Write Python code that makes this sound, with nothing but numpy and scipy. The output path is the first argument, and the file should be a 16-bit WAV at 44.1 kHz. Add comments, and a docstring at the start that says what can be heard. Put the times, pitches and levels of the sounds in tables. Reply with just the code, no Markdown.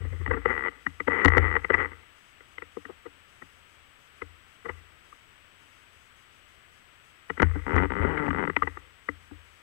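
"""Low booms and soft scuffs come first, then the crunch and creak of snow, all in the left channel.
A small camera lies in deep snow on a slope, and the snow packs and slips against its housing.
Each slip rings the housing: single slips crunch, slips in quick succession creak, a few go tock.
Shoves rock it with a boom, loosened grains rub it; the loudest hits overload the recorder with a crackle.
Behind this lie hiss and the whine and chirr of the electronics; the right channel holds only hiss."""
import sys
import numpy as np
from scipy import signal
from scipy.fft import rfft, irfft
from scipy.io import wavfile
from scipy.ndimage import uniform_filter1d, map_coordinates

SR = 44100
rng = np.random.default_rng(int(sys.argv[2]) if len(sys.argv) > 2 else 0)


def store_pcm(level_fs):
    """Save levels as 16-bit WAV."""
    pcm = np.round(np.clip(level_fs, -1, 1) * 32767).astype(np.int16)
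    wavfile.write(sys.argv[1], SR, np.atleast_2d(pcm).T)


N = 424241  # length of the scene in samples
RING_S = np.arange(4096) / SR  # time axis of one ring [s]
LEAD_S = .012  # time the grains chatter before a release [s]


def gain_of(db):
    """Turns decibels into a factor."""
    return 10 ** (np.asarray(db) / 20)


def unit(x):
    """Scales a sound to energy 1."""
    return x / np.sqrt(np.sum(x ** 2) + 1e-20)


def rms_10ms(x):
    """Scales a sound so that energy 1 becomes an rms of 1 over 10 ms."""
    return x * np.sqrt(SR / 10 ** 2)


def add(mix, s, sound):
    """Lays a sound into the mix at time s."""
    part = mix[max(round(s * SR), 0):][:len(sound)]
    part += sound[:len(part)]


def band(x, hz, kind, order):
    """Keeps part of the frequency range with a Butterworth filter."""
    sos = signal.butter(order, np.minimum(hz, SR / 2 - 1), kind, fs=SR, output="sos")
    return signal.sosfilt(sos, x)


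def ring(modes, t):
    """Sums the damped sines that follow one blow; t60 is the time to fade by 60 dB."""
    return sum(gain_of(db - 60 * t / t60) * np.sin(2 * np.pi * hz * t) for hz, db, t60 in modes)


# how firmly the snow presses on the camera: (time [s], pressure [0-1])
SNOW_PRESSURE = [(7.32, 0), (7.41, 0.91), (8.57, 0.87), (8.68, 0.04)]


def pressure(s):
    """Gives how firmly the snow presses at time s, from 0 to 1."""
    return np.clip(np.interp(s, *np.transpose(SNOW_PRESSURE)), 0, 1)


# ways the housing rings, levels relative within a register:
# (frequency [Hz], level lying loose [dB], level pressed into the snow [dB], fade t60 [s])
HOUSING_MODES = [(168.8, -21.5, -3.5, 0.12), (285.4, -7.5, 2.5, 0.099), (393.7, 1.5, 10.5, 0.023),
                 (458.2, 2.5, -7.5, 0.038), (626, 5, -3.5, 0.0063), (780, -13, -23.5, 0.0067),
                 (948, -2.5, 12.5, 0.022), (1226.5, 6.5, 15.5, 0.013), (1351, -5.5, 10.5, 0.027),
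                 (1470, -14.5, 5, 0.03), (1931, -11.5, -12, 0.04), (2006.4, 5.5, 16, 0.019),
                 (2257, -6, 11.5, 0.0058), (2564, -16, -7.5, 0.0099), (2900, -12.5, 2, 0.018)]
# pitch ranges of the housing, in order knock, clack and ring: (low edge [Hz], high edge [Hz])
PITCH_RANGES = [(150, 700), (700, 1750), (1750, 3400)]


def housing(skirt=1.45, muffle_hz=2900):
    """Prepares the housing's modes, sorted into knock, clack and ring; snow swallows the treble."""
    registers = []
    for low, high in PITCH_RANGES:
        members = [mode for mode in HOUSING_MODES if low <= mode[0] < high]
        freqs, loose_db, pressed_db, fades = np.transpose(members)
        modes = []
        for hz, t60 in zip(freqs, fades):
            # steep flanks keep the valleys between the modes dark
            edges = [hz / skirt, hz * skirt]
            modes.append(band(ring([(hz, 0, t60)], RING_S), edges, "bandpass", order=2))
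        modes = band(np.array(modes), muffle_hz, "lowpass", order=4)
        # the double length leaves room for the ring to run out
        registers.append((rfft(modes, 2 * len(RING_S)), loose_db, pressed_db))
    return registers


def slip(body, s, length, grit, levels_db, spread=0.52, swell=0.0013, chatter=0.077,
         chatter_hz=1955, contact_db=4.0, detune=0.027):
    """Grains chatter up to one release and die away; the housing rings in each register."""
    grit = np.clip(grit, 0, 1)  # 0 is one clean release, 1 is all chatter
    t = RING_S - LEAD_S  # the release is at t = 0
    pressed = pressure(s)
    burst = np.exp(-abs(t) / (spread * length))
    force = grit * unit(rng.standard_normal(len(t)) * burst)
    force[round(LEAD_S * SR)] += 1 - grit
    # against a loose housing the friction locks to one pitch: a short squeak
    squeak = unit(burst * np.cos(2 * np.pi * chatter_hz * t))
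    force += chatter * (1 - pressed) * squeak
    push = rfft(force, 2 * len(t))
    # soft snow gives way gradually
    rise = 1 + 0.12 * np.tanh((t - swell) / swell)
    # each slip presses on another spot, which shifts the pitch and the balance of the modes
    stretch = 1 + detune * grit * rng.standard_normal()
    read_at = (t * stretch + LEAD_S) * SR
    out = np.zeros(len(t))
    for db, (modes, loose_db, pressed_db) in zip(levels_db, body):
        mode_db = loose_db + pressed * (pressed_db - loose_db)
        mode_db = mode_db + contact_db * grit * rng.standard_normal(len(modes))
        answer = irfft(gain_of(mode_db) @ modes * push)[:len(t)]
        out += gain_of(db) * unit(rise * map_coordinates(answer, [read_at], order=3))
    return out


# single slips, levels relative:
# (time [s], length scale of the chatter [s], level [dB], depth as low knock over high ring [dB])
SINGLE_SLIPS = [(0.2618, 0.0023, -35.5, -11), (0.277, 0.0033, -35, 1), (0.3118, .008, -25, 1),
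                (0.336, 0.022, -29, 0), (0.3715, 0.012, -35, 10), (0.457, 0.0048, -21.5, 3),
                (0.8657, 0.0031, -29, -11), (1.003, .004, -31.5, -7), (1.079, 0.0058, -22.5, 4.5),
                (1.249, .005, -17.5, -0.5), (1.2575, 0.0009, -18.5, -0.5), (1.2812, 0.0054, -22.5, -13.5),
                (1.369, 0.004, -20, 5), (1.38, 0.0031, -20.5, -7), (1.6458, .004, -31, -10.5),
                (1.703, 0.0075, -21.5, 2.5), (1.7418, 0.0096, -22.5, -14.5), (1.917, 0.0027, -47.5, -2),
                (2.407, .003, -53, -2), (2.582, 0.0031, -42, -11), (2.622, 0.0027, -40.5, -3),
                (2.77, 0.0029, -43.5, 23), (2.853, 0.0066, -43, -5), (2.897, 0.019, -47, 19),
                (3.061, 0.016, -43, 11.5), (3.4226, 0.0065, -45, -4), (4.22, 0.0044, -36, 0),
                (4.6577, 0.016, -36.5, 4), (4.694, 0.014, -33.5, -3), (7.301, 0.0044, -30.5, -2),
                (7.3767, 0.007, -39, -3), (7.3997, 0.0031, -24, 1.5), (7.42, 0.0017, -23, 7),
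                (7.428, 0.0011, -21.5, 1), (7.5576, 0.0065, -40.5, 22), (7.7635, 0.002, -25.5, 2),
                (7.7821, 0.0055, -31, -14), (8.048, .008, -28.5, 15.5), (8.1762, 0.0022, -33.5, -5),
                (8.108, 0.0063, -37, 15), (8.28, 0.0043, -31, 10), (8.306, 0.0037, -31, 6.5),
                (8.475, .003, -30.5, 2), (8.4982, 0.0021, -30.5, 1), (8.5655, 0.0023, -25, -9.5),
                (8.631, 0.0023, -33, -2), (8.674, .003, -32, -7), (8.772, 0.003, -45, 0.5),
                (9.088, 0.0024, -29.5, -5.5), (9.313, 0.0032, -54.5, 28.5)]


def crunches(body, grit=0.72, level_db=-2.5, clack_db=-1.0, packed_clack_db=2.5):
    """Plays separate slips of packed snow; deep ones knock, shallow ones ring."""
    out = np.zeros(N)
    for s, length, db, depth_db in SINGLE_SLIPS:
        middle_db = clack_db + packed_clack_db * pressure(s)
        colour_db = np.array([depth_db / 2, middle_db, -depth_db / 2])
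        add(out, s - LEAD_S, slip(body, s, length, grit, db + colour_db))
    return rms_10ms(out) * gain_of(level_db)


# one curve for each creak, levels relative: (time [s], pace [slips per s], level [dB])
CREAK_CURVES = [
    [(0.468, 100, -39), (0.503, 134, -27), (0.535, 82, -36.5), (0.57, 72, -35), (0.595, 61, -31),
     (0.62, 67, -34.5), (0.65, 91, -30), (0.692, 86, -33.5)],
    [(1.099, 105, -33.5), (1.12, 77, -25.5), (1.14, 192, -29.5), (1.243, 212, -29)],
    [(1.302, 53, -30), (1.345, 82, -26), (1.405, 166, -38.5), (1.445, 110, -28), (1.5, 85, -34),
     (1.535, 70, -34.5), (1.565, 99, -22)],
    [(1.72, 90, -35), (1.772, 112, -35), (1.797, 166, -26.5), (1.835, 106, -34), (1.866, 68, -32.5)],
    [(7.665, 67, -33), (7.72, 84, -31.5), (7.81, 90, -29), (7.862, 95, -32.5)],
    [(7.904, 65, -33), (7.935, 58.6, -36.5), (7.965, 99, -33.5), (8.02, 108.5, -32), (8.085, 166, -33.5),
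     (8.15, 152, -36), (8.2, 150.5, -32.5), (8.27, 138, -35.5)],
    [(8.287, 44, -35), (8.34, 61, -35.5), (8.385, 105, -32.5), (8.43, 81, -32.5), (8.46, 51, -32)],
]
# colour of a creak at the easy pace:
# (pressure [0-1], low knock [dB], middle clack [dB], high ring [dB])
COLOUR_BY_PRESSURE = [(0, -6, -2.5, 2), (0.999, 2.5, 0, -4.5)]
EASY_RATE = 100  # pace that has the colour above [slips per s]


def creaks(body, length=0.0088, easy_grit=.45, roughening=0.66, polish=0.29, jitter=0.045,
           uneven_db=1.5, fast_knock_db=2.5, level_db=-3):
    """Snow sticks and slips: cleanly and regularly when slow, in uneven smears with more knock when fast."""
    out = np.zeros(N)
    pressures, *colours = np.transpose(COLOUR_BY_PRESSURE)
    for curve in CREAK_CURVES:
        times, rates, levels_db = np.transpose(curve)
        s = times[0]
        while s < times[-1]:
            rate = np.interp(s, times, rates)
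            db = np.interp(s, times, levels_db)
            pressed = pressure(s)
            # firm pressure packs the snow smooth, so the creak buzzes at a clearer pitch and sounds deeper
            roughness = min(easy_grit * (rate / EASY_RATE) ** roughening, 1)
            grit = roughness * (1 - polish * pressed)
            colour_db = np.array([np.interp(pressed, pressures, c) for c in colours])
            colour_db[0] += fast_knock_db * np.log2(rate / EASY_RATE)
            size, wait = rng.standard_normal(2)
            sound = slip(body, s, length, grit, db + colour_db + uneven_db * size)
            # the factor keeps the loudness independent of the pace
            add(out, s - LEAD_S, sound * np.sqrt(SR / rate))
            s += np.exp(jitter * grit * wait) / rate
    return out * gain_of(level_db)


# slips that catch the hollow middle mode of the housing, levels relative: (time [s], level [dB])
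HOLLOW_SLIPS = [(5.127, -46), (8.6226, -19.5), (8.772, -41)]


def tocks(body, length=0.0027, grit=0.17, knock_db=-19, clack_db=-2, ring_db=-16):
    """Locks the friction to the middle mode: a short hollow tock."""
    out = np.zeros(N)
    colour_db = np.array([knock_db, clack_db, ring_db])
    for s, db in HOLLOW_SLIPS:
        sound = slip(body, s, length, grit, db + colour_db, chatter=0.95, chatter_hz=1190)
        add(out, s - LEAD_S, sound)
    return rms_10ms(out)


# ways the camera rocks on its bed of snow, levels relative: (frequency [Hz], level [dB], fade t60 [s])
ROCKING_MODES = [(57.65, -9.5, 0.81), (83.2, 0, 0.53)]
# shoves that rock the camera and scuff its housing, levels relative: (time [s], level [dB])
CAMERA_SHOVES = [(0.005, -27.5), (0.037, -24), (0.118, -25.5), (0.2, -25.5), (0.288, -22), (1.254, -15.5),
                 (1.382, -13.5), (1.789, -29), (4.227, -48.5), (4.701, -46), (7.429, -14), (7.737, -15.5),
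                 (8.0, -20), (8.283, -26), (8.629, -33), (9.321, -43)]
# every single slip kicks the camera too: delay [s], level relative to the slip's table level [dB]
RECOIL_S, RECOIL_DB = .006, -12.5


def rocking(rise_s=.004, overload_level=0.2, lowest_hz=42, level_db=-3.0):
    """Booms as the camera rocks on springy snow; the largest swings overload the microphone and flatten."""
    out, t = np.zeros(N), np.arange(SR) / SR
    swing = ring(ROCKING_MODES, t) * np.tanh(t / rise_s)
    swing = band(swing, lowest_hz, "highpass", order=3)
    recoils = [(s + RECOIL_S, db + RECOIL_DB) for s, _, db, _ in SINGLE_SLIPS]
    for s, db in CAMERA_SHOVES + recoils:
        add(out, s, gain_of(db + level_db) * swing)
    return overload_level * np.tanh(out / overload_level)


def scuffs(body, lag=.012, length=0.02, grit=0.83, knock_db=-19, clack_db=-27, ring_db=-25):
    """Drags the housing over the snow after each shove, with a soft scuff."""
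    out = np.zeros(N)
    colour_db = np.array([knock_db, clack_db, ring_db])
    for s, db in CAMERA_SHOVES:
        add(out, s + lag - LEAD_S, slip(body, s, length, grit, db + colour_db))
    return rms_10ms(out)


def rubbing(body, motion, settle=0.098, grains_per_s=700, knock_db=-27, clack_db=-22, ring_db=-20):
    """Loosens grains with each movement; they rub the housing until the snow settles."""
    keep = np.exp(-1 / (settle * SR))
    loose = signal.lfilter([1 - keep], [1, -keep], abs(motion))
    hits = rng.random(N) < grains_per_s / SR
    grains = rng.standard_normal(N) * hits * np.sqrt(SR / grains_per_s)
    rings = [unit(irfft(gain_of(loose_db) @ modes)) for modes, loose_db, _ in body]
    answer = gain_of([knock_db, clack_db, ring_db]) @ np.array(rings)
    return signal.oaconvolve(grains * loose, answer)[:N]


# crackles of the overloaded recorder, peak levels relative: (time [s], level [dB])
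OVERLOAD_CRACKLES = [(1.2478, -28.5), (1.2572, -38), (1.284, -37), (1.3738, -36.5), (1.383, -57.5),
                     (1.7443, -44), (7.4214, -34.5), (7.761, -45), (8.1771, -60), (8.5647, -72)]


def overload_crackles(decay=0.003, low_hz=2300, high_hz=3600, level_db=2):
    """Adds a brief bright burst of fading noise at each listed time, as the recorder overloads."""
    out = np.zeros(N)
    for s, db in OVERLOAD_CRACKLES:
        burst = rng.standard_normal(len(RING_S)) * np.exp(-RING_S / decay)
        crackle = band(burst, low_hz, "highpass", order=2)
        crackle = band(crackle, high_hz, "lowpass", order=2)
        add(out, s, gain_of(db + level_db) * crackle / abs(crackle).max())
    return out


# steady hiss of each channel: (frequency [Hz], level [dB per Hz])
LEFT_SPECTRUM = [(30, -89), (80, -81), (160, -91.5), (400, -92.5), (850, -95), (1300, -87.5), (2100, -89),
                 (3100, -90), (4100, -103.3), (6500, -109), (9000, -112.5), (15000, -115.8)]
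RIGHT_SPECTRUM = [(30, -120.4), (200, -118.0), (850, -109.2), (1300, -100.8), (2100, -99.6), (3100, -102.8),
                  (4100, -111.0), (6500, -115.5), (15000, -116.0)]


def hiss(points):
    """Shapes random noise to a given spectrum: a steady hiss."""
    hz, db = np.transpose(points)
    freqs = np.fft.rfftfreq(N, 1 / SR)
    shape = gain_of(np.interp(np.log(freqs + 1), np.log(hz), db))
    return irfft(rfft(rng.standard_normal(N)) * shape, N) * np.sqrt(SR / 2)


# whine of the electronics: (frequency [Hz], rms level [dB])
WHINE_TONES = [(7783, -84), (7933, -70), (7963, -82.5), (8083, -81)]


def whine():
    """Sounds the thin steady sine tones of the electronics."""
    t = np.arange(N) / SR
    out = np.zeros(N)
    for hz, db in WHINE_TONES:
        out += np.sqrt(2) * gain_of(db) * np.sin(2 * np.pi * (hz * t + rng.random()))
    return out


# chirr of the electronics while it is on: (frequency [Hz], level [dB per Hz])
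CHIRR_SPECTRUM = [(30, -140), (4200, -125), (5000, -103), (5700, -114), (6600, -101), (7400, -122),
                  (9200, -124), (10200, -106), (11400, -112), (12500, -135)]


def chirr(spell_s=.08, share=.5):
    """Switches a faint high noise of the electronics on and off at random in short spells."""
    on = rng.random(N // 100) < share
    spell = (np.arange(N) / SR / spell_s).astype(int)
    # averaging over 200 samples softens the switching
    switch = uniform_filter1d(on[spell] * 1., size=200)
    return hiss(CHIRR_SPECTRUM) * switch


def scene():
    """Feeds snow and electronics to the left channel; the right holds only hiss."""
    body = housing()
    motion = crunches(body) + tocks(body) + creaks(body) + scuffs(body) + rocking()
    snow = motion + rubbing(body, motion) + overload_crackles()
    left = 2 * snow + hiss(LEFT_SPECTRUM) + whine() + chirr()
    return np.array([left, hiss(RIGHT_SPECTRUM)])


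def record(dry):
    """Rounds off the loudest peaks, then removes the highest treble."""
    held = dry / (1 + (dry / .9) ** 8) ** (1 / 8)
    lowpass = signal.firwin(511, 15800, window=("kaiser", 9), fs=SR)  # edge at 15800 Hz
    return signal.oaconvolve(held, lowpass[None], "same")


dry = scene()
out = record(dry)
store_pcm(out)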